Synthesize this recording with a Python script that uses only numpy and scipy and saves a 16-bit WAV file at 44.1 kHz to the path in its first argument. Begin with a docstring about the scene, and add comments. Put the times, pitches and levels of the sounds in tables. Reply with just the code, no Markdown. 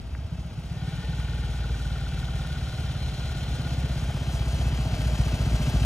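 """An old single-cylinder motorcycle approaches along a country road, with two more behind it.
Each firing is an impulse that excites the resonances of a silencer. The leader fires unevenly, picks
up, then thumps steadily as its engine slows; the others, firing at other rates, beat against it.
Valve impacts ring the metal, gears whine at their mesh frequency, a chain rattles and tyres roar.
The sound grows as the distance falls, and reaches two microphone ports in a light breeze."""
import sys
import numpy as np
from scipy import signal
from scipy.fft import rfft, irfft
from scipy.io import wavfile

SR = 44100
rng = np.random.default_rng(int(sys.argv[2]) if len(sys.argv) > 2 else 0)


def generate_wav(signal):
    """Clip the signal to [-1, 1] and save it as 16-bit WAV at the path in sys.argv[1]."""
    frames = np.transpose(np.atleast_2d(signal))
    scaled = np.clip(frames, -1, 1) * 32767
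    pcm = np.round(scaled).astype(np.int16)
    wavfile.write(sys.argv[1], SR, pcm)


N = 257984

# firing rates of the leading and third engines: t/s, f/Hz
LEAD_FIRING_RATE = [(0, 15.649), (.533, 14.938), (1.07, 20.141), (2.087, 18.463), (2.943, 17.685),
                    (3.809, 16.325), (5.192, 14.69), (5.85, 14.441)]
THIRD_FIRING_RATE = [(0, 14.3), (1.2, 17), (3, 14.8), (5.85, 13.3)]
# the leader's throttle, snapped open, held, then eased: t/s, opening (0-1)
THROTTLE = [(0, 0), (.58, 0.22), (.88, 1), (3.6, 0.8), (4.25, 0.69), (5.85, 0.47)]
# the leader's dull thumps at idle and hard bangs as it picks up: t/s, level/dB
IDLE_THUMPS = [(.124, -24), (.242, -25)]
EXHAUST_BANGS = [(.180, -30.5), (.320, -23.5), (.385, -29.5), (.447, -24.5), (.577, -22.5), (.645, -31),
                 (.710, -24), (.761, -25.5), (.818, -23.5), (.874, -22), (.928, -24), (.980, -22.5),
                 (1.084, -21.5)]
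# small clicks close by: t/s, level/dB
CLICKS = [(.150, -29.5), (1.201, -28.5), (4.777, -27.5)]

# silencer resonances: f/Hz, bandwidth/Hz, relative level/dB
BOOM_MODES = [(60.5, 10.5, 0)]
BARK_MODES = [(125.8, 22.2, 2.2), (165.3, 7.2, 0)]
RASP_MODES = [(191, 11.5, 6), (231.7, 9.6, -4), (261.7, 19, 4.5), (299, 28, -6)]
PULL_MODES = [(256.3, 8.8, 3.5), (390, 110, -11.5), (460, 13, -2)]  # overtones while the engine pulls hardest
CRACK_MODES = [(245, 60, 0)]  # excited as the exhaust valve opens
THUD_MODES = [(102.4, 22, 0)]
BANG_MODES = [(120.4, 45, -0.49), (173, 20, 0.71)]
THUMP_MODES = [(71, 54, 0)]
FOLLOWER_MODES = [(54.9, 14.6, 3), (96.5, 30, -5), (152.2, 48, -5.5), (158, 20.7, -7.5), (230, 61, -24.5)]
# resonances of the engine's metal parts: f/Hz, bandwidth/Hz, relative level/dB
COVER_MODES = [(471, 22, -4.5), (818, 40, -11), (1456, 29, 6.5), (1636, 27, -6), (1810, 15, 6.5),
               (2344, 61, -3.5), (2945, 330, -6), (4080, 380, -5.5)]
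CASTING_MODES = [(604, 72, 0.5), (699, 86, -2), (1650, 110, 2), (1780, 18, 6), (2623, 13, 3),
                 (3127, 130, -2.5), (4290, 180, -12), (6470, 6.4, -4)]
HIGH_RING_MODES = [(1430, 23, -2), (2040, 34, -7), (3120, 73, -4), (3580, 37, -5), (4100, 38, 1)]
KNOCK_MODES = [(702, 64, 0)]
METAL_RASP_MODES = [(3130, 120, 3), (3440, 190, -0.5)]

# noise spectra: f/Hz, relative spectral level/dB
TYRE_SPECTRUM = [(150, 2), (280, -4.5), (400, -3.5), (530, -6.5), (650, 0.5), (820, 1.5), (980, -5),
                 (1400, -6), (2200, -36)]
CLATTER_SPECTRUM = [(600, 7), (1000, -7.5), (1400, -1), (2100, 1.5), (3200, 0), (4100, -3.5), (4700, -1),
                    (9000, -31.5)]
HISS_SPECTRUM = [(3000, -12), (4500, -2), (5700, 3.5), (7000, 3), (8200, 0.5), (8900, -7.5), (11000, -6.5),
                 (13000, -13), (15500, -22)]
CHAIN_SPECTRUM = [(1500, -24), (3200, 6), (6500, -8.5), (9000, -1.5), (12000, -13), (15500, -13)]
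BREEZE_SPECTRUM = [(20, -55), (33, -18), (48, 13.5), (62, 11.5), (85, 4), (130, 6), (200, -25), (400, -4.5),
                   (1200, -31), (3000, -53)]

# likeness of the noise at the two microphone ports: f/Hz, correlation (0-1)
PORT_CORRELATION = [(60, 1), (300, 1), (700, 0.94), (1400, 0.86), (3100, 0.74), (6000, 0.98), (9000, 0.99),
                    (15000, 0.91)]
# level of left over right, with the bikes far and near: f/Hz, level/dB
FAR_BALANCE = [(60, .3), (1200, .5), (2000, 1.5), (3300, 2.7), (5500, 4), (8000, 0)]
NEAR_BALANCE = [(60, .3), (450, .5), (740, 2), (2000, 3.5), (3300, 4), (5500, 2), (8000, 0)]
# phase lead of left over right, far and near: f/Hz, phase/rad
FAR_PHASE = [(60, 0), (1290, -0.5), (1640, 0.62), (2330, 0), (3100, 1.35), (3600, 0.7), (4500, 2.5),
             (5100, 1.35), (5400, 0.75)]
NEAR_PHASE = [(60, 0.064), (1380, 0.26), (1720, 1.4), (2400, 1), (2760, 0.97), (3700, 1.9), (4300, -1.86),
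              (5500, -0.63)]
# notches in the microphone's response: f/Hz, bandwidth/Hz
MIC_NOTCHES = [(1720, 160), (7600, 520)]

NEAREST_M, SPEED_M_PER_S = 21.1, 9.32  # final distance, speed of approach
SWING_START_S, SWING_S = 3.98, 0.34  # passage from the far to the near stereo image


def lead_exhaust(turn):
    """Impulse excitation: each firing rings the silencer's modes, the narrowest for longest."""
    settled = ramp(start_s=1.1, length_s=.03)  # boom and bark are weaker until the beat settles
    near = ramp(start_s=3.3, length_s=.28)  # crack and thud come in as the throttle eases
    crack = resonate(firings(turn, rough_db=1.2, jitter_s=.0002, delay_s=.0021), CRACK_MODES)
    boom_pulses = (.7 + .3 * settled) * firings(turn, rough_db=.7, jitter_s=.0002, delay_s=.007)
    bark_pulses = (.3 + .7 * settled) * firings(turn, rough_db=1.1, jitter_s=.0002, delay_s=.0037)
    boom = butter(resonate(boom_pulses, BOOM_MODES), 64, "high", order=3)
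    bark = resonate(bark_pulses, BARK_MODES)
    thud = resonate(firings(turn, rough_db=2, jitter_s=.0002, delay_s=.010), THUD_MODES)
    rasp = resonate(firings(turn, rough_db=-.5, jitter_s=.00015), RASP_MODES)
    pull = resonate(firings(turn, rough_db=2, jitter_s=.00022), PULL_MODES)
    crack = near * approach(near_db=-38, growth=1.6) * unit_band(crack, 160, 340)
    boom = approach(near_db=-24, growth=1, throttle_db=3.5) * unit_rms(butter(boom, 53, "low"))
    bark = approach(near_db=-25.5, growth=1.19, throttle_db=7.5) * unit_band(bark, 80, 200)
    thud = near * approach(near_db=-36.5, growth=2.2) * unit_band(thud, 65, 160)
    rasp = approach(near_db=-38, growth=2.53) * unit_band(rasp, 170, 400)
    pull = swell(top_db=-54, peak_s=1.68, spread_s=.89) * unit_band(pull, 220, 520)
    bangs = strikes(EXHAUST_BANGS, BANG_MODES, [70, 210], "band")
    thumps = strikes(IDLE_THUMPS, THUMP_MODES, [42, 120], "band")
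    return crack + thud + boom + bark + rasp + pull + bangs + thumps


def following_exhausts(second_turn, third_turn):
    """Superposition: two dull silencers beat together, the farther ragged and smeared by echoes."""
    second = resonate(firings(second_turn, rough_db=1.4, jitter_s=.0004), FOLLOWER_MODES)
    second = butter(butter(second, 36, "high", order=3), 217, "low")
    second = approach(near_db=-28, growth=1.3) * unit_rms(second)
    third = resonate(firings(third_turn, rough_db=0, jitter_s=.00285), FOLLOWER_MODES)
    third = third + .81 * delayed(third, .02905) - .67 * delayed(third, .113)
    return second + approach(near_db=-33.5, growth=.55) * unit_band(third, 68, 240)


def tyres_and_valves(turn, second_turn):
    """Amplitude modulation: tyre roar pulses with the exhaust, clatter and hiss with the valves."""
    puffs = 1 + .5 * stroke(turn, .41, .043) + .18 * stroke(turn, .05, .1)
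    valves = valve_impacts(turn, second_turn)
    rattle = unit_rms((1 + .19 * valves) * from_db(.7 * drift(67)))
    sizzle = unit_rms((1 + .22 * valves) * from_db(1.3 * drift(17)))
    roar = approach(near_db=-39.5, growth=1, throttle_db=2.5) * air_noise(TYRE_SPECTRUM)
    clatter = approach(near_db=-37.5, growth=1, throttle_db=5) * air_noise(CLATTER_SPECTRUM)
    hiss = approach(near_db=-43, growth=1.35, throttle_db=7) * air_noise(HISS_SPECTRUM)
    return roar * unit_rms(puffs) + clatter * rattle + hiss * sizzle


def valve_impacts(turn, second_turn):
    """Periodic impact: the envelope of valves landing at set phases of a cycle with varying force."""
    lead = stroke(turn, .38, .045) + .8 * stroke(turn, .52, .025) + .9 * stroke(turn, .01, .045)
    behind = sum(stroke(second_turn, phase, .025) for phase in (.28, .57, .89))
    return (lead + 1.2 * behind * ramp(SWING_START_S, length_s=1)) * from_db(2 * drift(25))


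def ringing_metal(turn, second_turn):
    """Forced vibration: the valve gear chirps downward once a cycle and rings covers and castings."""
    chirp_phase = .105
    chirp_hz = 1440 + 22 * drift(90) - 130 * np.sin(2 * np.pi * (turn - chirp_phase))
    chirp = np.sin(2 * np.pi * cycles(chirp_hz)) * stroke(turn, chirp_phase, .052)
    chirp = swell(top_db=-51.5, peak_s=2.15, spread_s=1.15) * unit_rms(chirp * from_db(.6 * drift(40)))
    shaking = 1 + .5 * valve_impacts(turn, second_turn)
    covers = approach(near_db=-39.5, growth=.82, throttle_db=26) * noise_ring(COVER_MODES, shaking)
    castings = approach(near_db=-43, growth=1.24) * noise_ring(CASTING_MODES, shaking)
    high_ring = swell(top_db=-49, peak_s=3.28, spread_s=.84) * noise_ring(HIGH_RING_MODES, shaking)
    return chirp + covers + castings + high_ring


def tappets(turn):
    """Impact noise: a loose tappet snaps under load; a duller knock follows as the throttle eases."""
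    snap = unit_band(air_noise() * stroke(turn, .5, .02), 3200, 4400)
    knock = noise_ring(KNOCK_MODES, stroke(turn, .39, .035) + .5 * stroke(turn, .07, .03))
    return (swell(top_db=-57, peak_s=2.6, spread_s=1) * snap
            + swell(top_db=-51, peak_s=4.46, spread_s=1) * knock)


def chain(turn):
    """Shot noise: the chain rattles in short random grains, densest when a firing tugs it."""
    spread_db, decay_s = 2.2, .003
    grains_per_s = 350 * (.5 + 2 * stroke(turn, .42, .1))
    struck = rng.random(N) < grains_per_s / SR
    sizes = struck * from_db(spread_db * np.minimum(rng.exponential(1, N), 3))
    grains = signal.lfilter([1], [1, -np.exp(-1 / (decay_s * SR))], sizes + 1e-18)
    rattle = unit_rms(air_noise(CHAIN_SPECTRUM) * grains)
    return approach(near_db=-51, growth=1.4, throttle_db=1.5) * rattle


def gear_whine(turn):
    """Phase modulation: firings shake the gear-mesh tone, which clears as the throttle eases."""
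    shake = .6 * np.sin(2 * np.pi * turn) + .95 * drift(32)
    mesh = 2 * np.pi * 42.5 * turn + in_time(THROTTLE) * shake  # 42.5 teeth meet per cycle
    return approach(near_db=-48, growth=.47, throttle_db=7) * (np.sin(mesh) + .14 * np.sin(2 * mesh))


def second_whine(second_turn):
    """Gear meshing: the coasting bike gives a clear tone, preceded by a higher, rougher one."""
    mesh = 2 * np.pi * 50.25 * second_turn + .5 * drift(7)
    upper_mesh = 2 * np.pi * 67 * second_turn + .9 * drift(20)
    note = swell(top_db=-49, peak_s=5.2, spread_s=.8) * np.sin(mesh) * from_db(1.5 * drift(9))
    return note + swell(top_db=-52.5, peak_s=4.5, spread_s=.46) * np.sin(upper_mesh)


def singing_cover():
    """Resonance: under load a cover sings one sagging note, with a rasp about an octave above."""
    pitch_hz, sag_hz_per_s, peak_s = 1437, 22, 3.4
    hz = pitch_hz - sag_hz_per_s * (seconds() - peak_s) + 5 * drift(18)
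    ring = swell(top_db=-53, peak_s=peak_s, spread_s=.44) * np.sin(2 * np.pi * cycles(hz))
    return ring + approach(near_db=-46, growth=1, throttle_db=18) * noise_ring(METAL_RASP_MODES)


def nearby_clicks():
    """Heavy damping: two broad resonances die away so fast that they are heard as clicks."""
    return strikes(CLICKS, [(1330, 700, 0), (1890, 800, 0)], 2500, "low")


def breeze():
    """Wind noise: a faint rumble, uncorrelated between the two ports."""
    spectrum = rfft(rng.standard_normal((2, N))) * from_db(at_bins(BREEZE_SPECTRUM))
    return from_db(-50) * unit_rms(irfft(spectrum, N))


def coasting_rate():
    """Power-law run-down: the second engine's firing rate falls quickly, then levels out."""
    start_hz, end_hz, run_down_s, power = 17.131, 12.275, 6.464, 2.953
    return end_hz + (start_hz - end_hz) * (1 - ramp(0, run_down_s)) ** power


def cycles(hz, start=0):
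    """Phase, in cycles, is the integral of frequency."""
    return start + np.cumsum(hz) / SR


def firings(turn, rough_db, jitter_s, delay_s=0):
    """A pulse train: one impulse a cycle, scattered in strength and timing."""
    at = np.flatnonzero(np.diff(np.floor(turn), prepend=-1) > 0)
    timing, strength = rng.standard_normal((len(at), 2)).T
    at = at + ((delay_s + timing * jitter_s) * SR).astype(int)
    pulses = np.zeros(N)
    pulses[np.clip(at, 0, N - 1)] = from_db(rough_db * strength)
    return pulses


def stroke(turn, centre, width):
    """A periodic Gaussian gate; centre and width are in cycles."""
    return np.exp(-.5 * (((turn - centre + .5) % 1 - .5) / width) ** 2)


def resonate(x, modes):
    """Modal superposition: damped resonators in parallel, with alternating signs."""
    out = 0
    for k, (hz, width, db) in enumerate(modes):
        r = np.exp(-np.pi * width / SR)
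        poles = [1, -2 * r * np.cos(2 * np.pi * hz / SR), r * r]
        gain = (-1) ** k * from_db(db) * (1 - r * r) / 2
        out = out + gain * signal.lfilter([1, 0, -1], poles, x + 1e-18)
    return out


def noise_ring(modes, envelope=1):
    """Random excitation: modes driven by noise under an envelope, at unit power."""
    return unit_rms(resonate(air_noise() * envelope, modes))


def strikes(rows, modes, edge_hz, kind):
    """Filtered impulse responses, scaled together to peak at the highest listed level."""
    times, db = np.transpose(rows)
    impulses = np.zeros(N)
    impulses[(times * SR).astype(int)] = from_db(db)
    sound = butter(resonate(impulses, modes), edge_hz, kind)
    return sound * from_db(db.max()) / np.abs(sound).max()


def approach(near_db, growth, throttle_db=0):
    """Spreading loss: gain goes as 1 / distance ** growth, throttle_db lower with the throttle shut."""
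    distance_m = NEAREST_M + SPEED_M_PER_S * (N / SR - seconds())
    return from_db(near_db + throttle_db * (in_time(THROTTLE) - 1)) * (NEAREST_M / distance_m) ** growth


def swell(top_db, peak_s, spread_s):
    """A Gaussian envelope, 8.7 dB down at spread_s from its peak."""
    return from_db(top_db) * np.exp(-((seconds() - peak_s) / spread_s) ** 2)


def ramp(start_s, length_s):
    """A linear rise from 0 to 1."""
    return np.clip((seconds() - start_s) / length_s, 0, 1)


def air_noise(spectrum=None):
    """Partial coherence: stereo noise whose sides are alike in the bass and least so near 3 kHz."""
    mid, side = rfft(rng.standard_normal((2, N)))
    alike = np.clip(at_bins(PORT_CORRELATION), 0, 1)
    pair = np.sqrt(1 + alike) * mid + np.sqrt(1 - alike) * side * [[1], [-1]]
    return unit_rms(irfft(pair * (from_db(at_bins(spectrum)) if spectrum else 1), N))


def drift(corner_hz):
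    """Random fluctuation: low-passed noise of unit power."""
    hz = np.fft.rfftfreq(N, 1 / SR)
    return unit_rms(irfft(rfft(rng.standard_normal(N)) / (1 + (hz / corner_hz) ** 2), N))


def ports(sound, balance, phase):
    """Direction cues: level and phase differ between left and right at each frequency."""
    half = np.array([[.5], [-.5]])
    return irfft(rfft(sound) * from_db(half * at_bins(balance)) * np.exp(1j * half * at_bins(phase)), N)


def delayed(x, delay_s):
    """Propagation delay."""
    return np.interp(np.arange(N) - delay_s * SR, np.arange(N), x, left=0)


def butter(x, edge_hz, kind, order=2):
    """Causal Butterworth filter."""
    return signal.sosfilt(signal.butter(order, edge_hz, kind, fs=SR, output="sos"), x + 1e-18)


def unit_band(x, low_hz, high_hz):
    """Band-pass, then scale to unit power."""
    return unit_rms(butter(x, [low_hz, high_hz], "band"))


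def unit_rms(x):
    """Scale to unit power."""
    return x / np.sqrt(np.mean(x ** 2) + 1e-20)


def from_db(db):
    """Decibels to amplitude ratio."""
    return 10 ** (np.asarray(db) / 20)


def seconds():
    """The time of every sample."""
    return np.arange(N) / SR


def in_time(rows):
    """A curve interpolated at every sample."""
    return np.interp(seconds(), *np.transpose(rows))


def at_bins(points):
    """A spectrum interpolated in log frequency at every FFT bin."""
    hz, values = np.transpose(points)
    return np.interp(np.log(np.fft.rfftfreq(N, 1 / SR) + 1), np.log(hz), values)


def scene():
    """Superposition: three motorcycles add at two ports, their image passing from far to near."""
    turn = cycles(in_time(LEAD_FIRING_RATE), start=.238)
    second_turn = cycles(coasting_rate(), start=.369)
    third_turn = cycles(in_time(THIRD_FIRING_RATE), start=.406)
    exhausts = lead_exhaust(turn) + following_exhausts(second_turn, third_turn)
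    running = tyres_and_valves(turn, second_turn)
    metal = ringing_metal(turn, second_turn) + tappets(turn) + chain(turn)
    tones = gear_whine(turn) + second_whine(second_turn) + singing_cover()
    sound = exhausts + running + metal + tones + nearby_clicks()
    far_image = ports(sound, FAR_BALANCE, FAR_PHASE)
    near_image = ports(sound, NEAR_BALANCE, NEAR_PHASE)
    near = ramp(SWING_START_S, SWING_S)
    return (1 - near) * far_image + near * near_image + breeze()


def record(dry):
    """Frequency response: the microphone has two narrow notches and a steep treble cut-off."""
    cutoff_hz = 15700
    for hz, width in MIC_NOTCHES:
        dry = butter(dry, [hz - width / 2, hz + width / 2], "stop")
    return signal.sosfilt(signal.ellip(12, .1, 90, cutoff_hz, fs=SR, output="sos"), dry)


dry = scene()
out = record(dry)
generate_wav(out)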